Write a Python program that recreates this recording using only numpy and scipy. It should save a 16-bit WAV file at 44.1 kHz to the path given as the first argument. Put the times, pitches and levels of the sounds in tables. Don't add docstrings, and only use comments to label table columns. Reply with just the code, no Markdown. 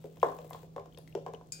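import sys
import numpy as np
from scipy import signal
from scipy.fft import rfft, irfft
from scipy.io import wavfile
from scipy.ndimage import uniform_filter1d

SR = 44100
rng = np.random.default_rng(int(sys.argv[2]) if len(sys.argv) > 2 else 0)


def materialize(psi):
    bounded = np.clip(np.atleast_2d(psi).T, -1, 1)
    quanta = np.round(bounded * 32767).astype(np.int16)
    wavfile.write(sys.argv[1], SR, quanta)


N = 70560
T = np.arange(N) / SR
HZ = np.maximum(np.fft.rfftfreq(N, 1 / SR), 1)


def from_db(db):
    return 10 ** (np.asarray(db) / 20)


def rms_one(x):
    return x / np.sqrt(np.mean(x ** 2) + 1e-20)


def pan(db):
    return from_db([[db / 2], [-db / 2]])


def over_hz(points):
    hz, value = np.transpose(points)
    return np.interp(np.log(HZ), np.log(hz), value)


def eq(points):
    return from_db(over_hz(points))


def fader(points):
    return from_db(np.interp(T, *np.transpose(points)))


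def decay(start, t60):
    return (T >= start) * from_db(-60 * np.clip((T - start) / t60, 0, 10))


def noise(colour):
    return rms_one(irfft(rfft(rng.standard_normal(N)) * colour, N))


def drift(rate_hz):
    return noise(1 / (1 + (HZ / rate_hz) ** 4))


def convolve(x, response):
    return signal.fftconvolve(np.atleast_2d(x), np.atleast_2d(response), axes=1)[:, :N]


# (frequency [Hz], left-right correlation [-1 to 1])
STEREO_IMAGE = [(30, -0.11), (80, 0.65), (160, .9), (330, .8), (550, 0.44), (1000, -0.52), (3000, 0.11),
                (15000, -0.75)]

def stereo_noise(colour):
    mid, side = rfft(rng.standard_normal((2, N))) * colour
    alike = over_hz(STEREO_IMAGE)
    return rms_one(irfft(np.sqrt(1 + alike) * mid + np.sqrt(1 - alike) * side * [[1], [-1]], N))


# (time [s], level [dB])
HUM_RIDE = [(0.0, -58), (0.056, -51), (0.132, -57.5), (0.298, -51), (0.346, -59.5), (0.426, -53),
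            (0.958, -58.5), (1.202, -51.5), (1.488, -60), (1.6, -53.5)]

def motor_hum(hz=160.6, waver_hz=1.85):
    phase = 2 * np.pi * np.cumsum(hz + waver_hz * drift(13)) / SR
    return pan(-1.7) * np.sqrt(2) * fader(HUM_RIDE) * np.sin(phase)


# (frequency [Hz], relative level [dB])
ROOM_TONE_EQ = [(25, -10.5), (50, -5), (85, -0.5), (125, 1), (220, -7), (450, -8), (1000, -23),
                (1800, -37.5), (3200, -34.5), (6000, -34), (10000, -44), (15500, -43)]

def room_tone():
    return from_db(-58) * stereo_noise(eq(ROOM_TONE_EQ))


# (frequency [Hz], relative level [dB])
CRACKLE_EQ = [(1800, -3.5), (3600, -3), (5500, -11), (7500, -5), (10000, -12), (12000, -10), (15500, -2)]
# (time [s], level [dB])
CRACKLE_RIDE = [(0, -67.5), (.13, -73.5), (.27, -66.5), (.42, -69), (.58, -65.5), (.7, -78), (.92, -79.5),
                (1.0, -72.5), (1.08, -75), (1.3, -78.5), (1.6, -83.5)]

def crackle(grains_per_s=700, spread_db=3.5, t60=.015):
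    onsets = rng.random(N) < grains_per_s / SR
    strengths = from_db(spread_db * np.minimum(rng.exponential(1, N), 4))
    envelope = rms_one(convolve(onsets * strengths, decay(0, t60))[0])
    return noise(eq(CRACKLE_EQ)) * envelope * fader(CRACKLE_RIDE)


def strike_db(hz, thump_db, knock_db):
    crossfade = np.interp(np.log(hz), np.log([548, 1026]), [0, 1])
    return (1 - crossfade) * thump_db + crossfade * knock_db


def body_band(x):
    return signal.sosfilt(signal.butter(2, [235, 1675], "band", fs=SR, output="sos"), x + 1e-18)


MODE_SPREAD_DB = 1.5
# (time [s], thump level [dB], knock level [dB], smack level [dB], knock pitch [ratio])
HITS = [(0.041, -30, -52.5, -58.5, 0.94), (0.17, -50, -52, -59.5, 0.97), (0.2293, -16, -12.5, -41, 1.015),
        (.249, -32, -35, -67, 1.07), (0.262, -31.5, -34, -72, 1.01), (0.2862, -30.5, -37, -57.5, 1.05),
        (.296, -36.5, -33.5, -63, 1), (.321, -46.5, -36.5, -64, 1.053), (0.387, -37, -43, -53.5, 1.072),
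        (0.445, -38, -52.5, -66, 0.97), (0.508, -40, -37, -62, 1.036), (.531, -47.5, -45.5, -47, 1.14),
        (0.5467, -42.5, -37, -61, 1.02), (0.631, -41.5, -51, -63, 0.97),
        (0.7623, -29.5, -36.5, -52.5, 1.08), (0.7803, -32, -34, -60, 1.03), (.796, -44, -53.5, -58, 1.04),
        (.858, -49.5, -51.5, -60.5, 1), (0.9735, -44, -56, -58.5, 1.01), (.986, -47, -51.5, -63.5, 0.97),
        (1.151, -22, -38, -46.5, 0.892), (1.175, -33.5, -50, -67, 0.91), (1.217, -48, -58, -82, 0.91),
        (1.2633, -29.5, -31, -51, 1.026), (1.281, -38, -55, -59.5, 0.97), (1.3363, -38.5, -40.5, -55, 1.01),
        (1.4107, -49, -45.5, -69, 0.98)]
# (frequency at pitch 1 [Hz], relative level [dB], t60 [s])
KNOCK_MODES = [(274, -19.5, 0.084), (382.7, -9, 0.045), (450.6, -2, 0.046), (532, -2.5, 0.041),
               (712, 0.5, .018), (1032, 0, 0.024), (1530, -11, 0.015), (1666, -10.5, 0.014)]

def knocks(length_s=.2, echo_delay_s=.004, echo_t60=.16, echo_db=-6.5):
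    t = T[T < length_s]
    hz, db, t60 = np.transpose(KNOCK_MODES)[:, :, None]
    signs = (-1) ** np.arange(len(hz))[:, None]
    direct, echo = np.zeros(N + len(t)), np.zeros((2, N + len(t)))
    for s, thump_db, knock_db, _, pitch in HITS:
        scatter_db = MODE_SPREAD_DB * rng.standard_normal(hz.shape)
        gains = signs * from_db(db - .5 + strike_db(hz, thump_db, knock_db) + scatter_db)
        knock = np.sum(gains * from_db(-60 * t / t60) * np.cos(2 * np.pi * hz * pitch * t), axis=0)
        walls = rng.standard_normal(len(t)) + rng.standard_normal((2, len(t)))
        walls = rms_one(walls * (t >= echo_delay_s) * from_db(-60 * t / echo_t60)) / np.sqrt(len(t))
        span = slice(int(s * SR), int(s * SR) + len(t))
        direct[span] += knock
        echo[:, span] += convolve(knock, walls)[:, :len(t)]
    return body_band(direct[:N]), from_db(echo_db) * body_band(echo[:, :N])


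def ring(force, hz, t60):
    r, w = from_db(-60 / (t60 * SR)), 2 * np.pi * hz / SR
    return signal.lfilter([1, -r * np.cos(w)], [1, -2 * r * np.cos(w), r * r], force + 1e-18)


# (frequency [Hz], relative level [dB], t60 [s])
WALL_MODES = [(262, -27, .35), (328, -26, .35), (405, -13, .25), (457, -12, .24), (490, -16, .27),
              (549, -15, .3), (575, -18, .3), (678, -17, .27), (715, -19, .27), (742, -19, .25),
              (822, -17, .23), (992, -21, .2), (1014, -21, .22), (1044, -17, .26), (1155, -28, .3),
              (1398, -33, .3), (1525, -30, .3), (1676, -32, .25), (2090, -29, .25), (2190, -30, .2)]

def pot_wall():
    s, thump_db, knock_db, _, _ = np.transpose(HITS)
    wall = 0
    for hz, db, t60 in WALL_MODES:
        scatter, polarity = rng.standard_normal((len(s), 2)).T
        drive_db = db + strike_db(hz, thump_db, knock_db) + MODE_SPREAD_DB * scatter
        force = np.zeros(N)
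        force[(s * SR).astype(int)] = np.sign(polarity) * from_db(drive_db)
        wall = wall + ring(force, hz, t60)
    return body_band(wall)


def kitchen_reverb(x, t60, predelay_s=.007):
    spectrum = rfft(stereo_noise(1) * decay(predelay_s, t60))
    colour = np.sqrt(uniform_filter1d(np.mean(abs(spectrum) ** 2, axis=0), size=80))
    tail = irfft(spectrum / colour, N) * (T >= predelay_s) * (T < t60)
    return convolve(x, rms_one(tail) / np.sqrt(N))


def thuds(right_lag_s=.00016):
    knock, pot_echo = knocks()
    reflections = pot_echo + from_db(-9) * kitchen_reverb(knock, t60=.45)
    left = knock + from_db(-4.5) * pot_wall()
    right = np.interp(T - right_lag_s, T, left)
    return pan(2) * (np.array([left, right]) + reflections)


# (frequency [Hz], relative level [dB])
SMACK_EQ = [(1500, 4.5), (2200, 5), (3600, 4.5), (4400, -6), (5400, -0.5), (7300, -4), (10000, -16.5),
            (15500, -14)]

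def smacks(t60=.024):
    return noise(eq(SMACK_EQ)) * sum(from_db(db) * decay(s, t60) for s, _, _, db, _ in HITS)


# (time [s], level [dB], centre frequency [Hz])
TICK_CUES = [(0.199, -60, 5950), (0.246, -56.5, 9000), (0.317, -58.5, 6950), (0.367, -60, 12100),
             (0.417, -61.5, 3200), (.478, -62, 12010), (0.5034, -48, 12700), (0.5332, -55, 3600),
             (0.558, -68, 6000), (.975, -53, 3700), (0.9851, -52, 10800), (1.076, -53.5, 2100),
             (1.08, -64, 6000), (1.095, -63.5, 13000), (1.471, -64.5, 5850)]

def tick(s, db, hz, width_oct=.6, t60=.014):
    colour = 1 / (1 + (np.log2(HZ / hz) / width_oct) ** 2)
    return from_db(db) * decay(s, t60) * noise(colour)


# (time [s], level [dB], pitch [Hz])
SQUEAK_CUES = [(0.201, -56, 3010), (0.216, -49, 2650), (0.924, -57.5, 3030), (.946, -52, 3110),
               (1.125, -53.5, 2770), (1.346, -45.5, 2916)]

def squeak(s, db, hz, attack_s=.0013, t60=.022, jitter=.11):
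    phase = 2 * np.pi * np.cumsum(hz * (1 + jitter * drift(1470))) / SR
    envelope = decay(s, t60) * np.clip((T - s) / attack_s, 0, 1)
    return from_db(db) * envelope * (np.sin(phase) + .15 * np.sin(2 * phase))


def wet_sounds():
    wet = smacks() + sum(tick(*cue) for cue in TICK_CUES) + crackle()
    squeaks = sum(squeak(*cue) for cue in SQUEAK_CUES)
    return pan(12) * (wet + squeaks) + pan(5.8) * from_db(-2) * kitchen_reverb(wet, t60=.3)


# (time [s], level [dB], pitch [Hz], t60 [s])
PING_CUES = [(.509, -62.5, 2060, .18), (0.9761, -58.5, 3650, 0.065)]

def pings():
    tones = sum(from_db(db) * decay(s, t60) * np.sin(2 * np.pi * hz * T) for s, db, hz, t60 in PING_CUES)
    return pan(10) * tones


# (frequency [Hz], relative level [dB], t60 [s])
BANGLE_MODES = [(2340, -15, .8), (2449, -8, .9), (2478, -17, .8), (3671, -14, .2), (4606, -3, .55),
                (4745, 0, .4), (4795, 0, .2), (4883, -2, .2), (5014, 1, .35), (5227, -3, .3),
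                (5771, -7, .4), (6365, -3, .45), (6590, -1, .25), (6726, -1, .18), (6857, 0, .18),
                (7137, 0, .18), (7621, -3, .17), (8194, -1, .3), (8796, -4, .3), (10860, -9, .17),
                (12170, -11, .2), (13520, -14, .25), (15100, -11, .25)]
# (frequency [Hz], relative level [dB])
CLASH_EQ = [(1500, -43), (3800, -41), (5000, -4), (5900, -19), (7100, 0.5), (9000, -14), (11500, -22.5),
            (15500, -28)]
# (frequency [Hz], relative level [dB])
SHIMMER_EQ = [(1000, -44), (1450, 2), (1900, -9), (2450, -1.5), (3100, -6.5), (5100, 3.5), (6000, -12),
              (7200, -14.5), (10000, -5), (15000, -22)]

def bangle(s=1.5212):
    tones = 0
    for hz, db, t60 in BANGLE_MODES:
        phase = 2 * np.pi * (hz * T + rng.random((2, 1)) / 2)
        tones = tones + from_db(db) * decay(s, t60) * np.sin(phase)
    clash = from_db(-34) * stereo_noise(eq(CLASH_EQ)) * decay(s, t60=.061)
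    shimmer = from_db(-57.5) * stereo_noise(eq(SHIMMER_EQ)) * decay(s, t60=1)
    clink = from_db(-53) * tones + clash + shimmer
    return pan(4) * (clink + from_db(-12.5) * kitchen_reverb(clink, t60=.3))


def scene():
    return thuds() + wet_sounds() + pings() + bangle() + motor_hum() + room_tone()


def record(dry, cutoff_hz=15800):
    return signal.sosfilt(signal.ellip(12, .1, 80, cutoff_hz, fs=SR, output="sos"), dry)


dry = scene()
out = record(dry)
materialize(out)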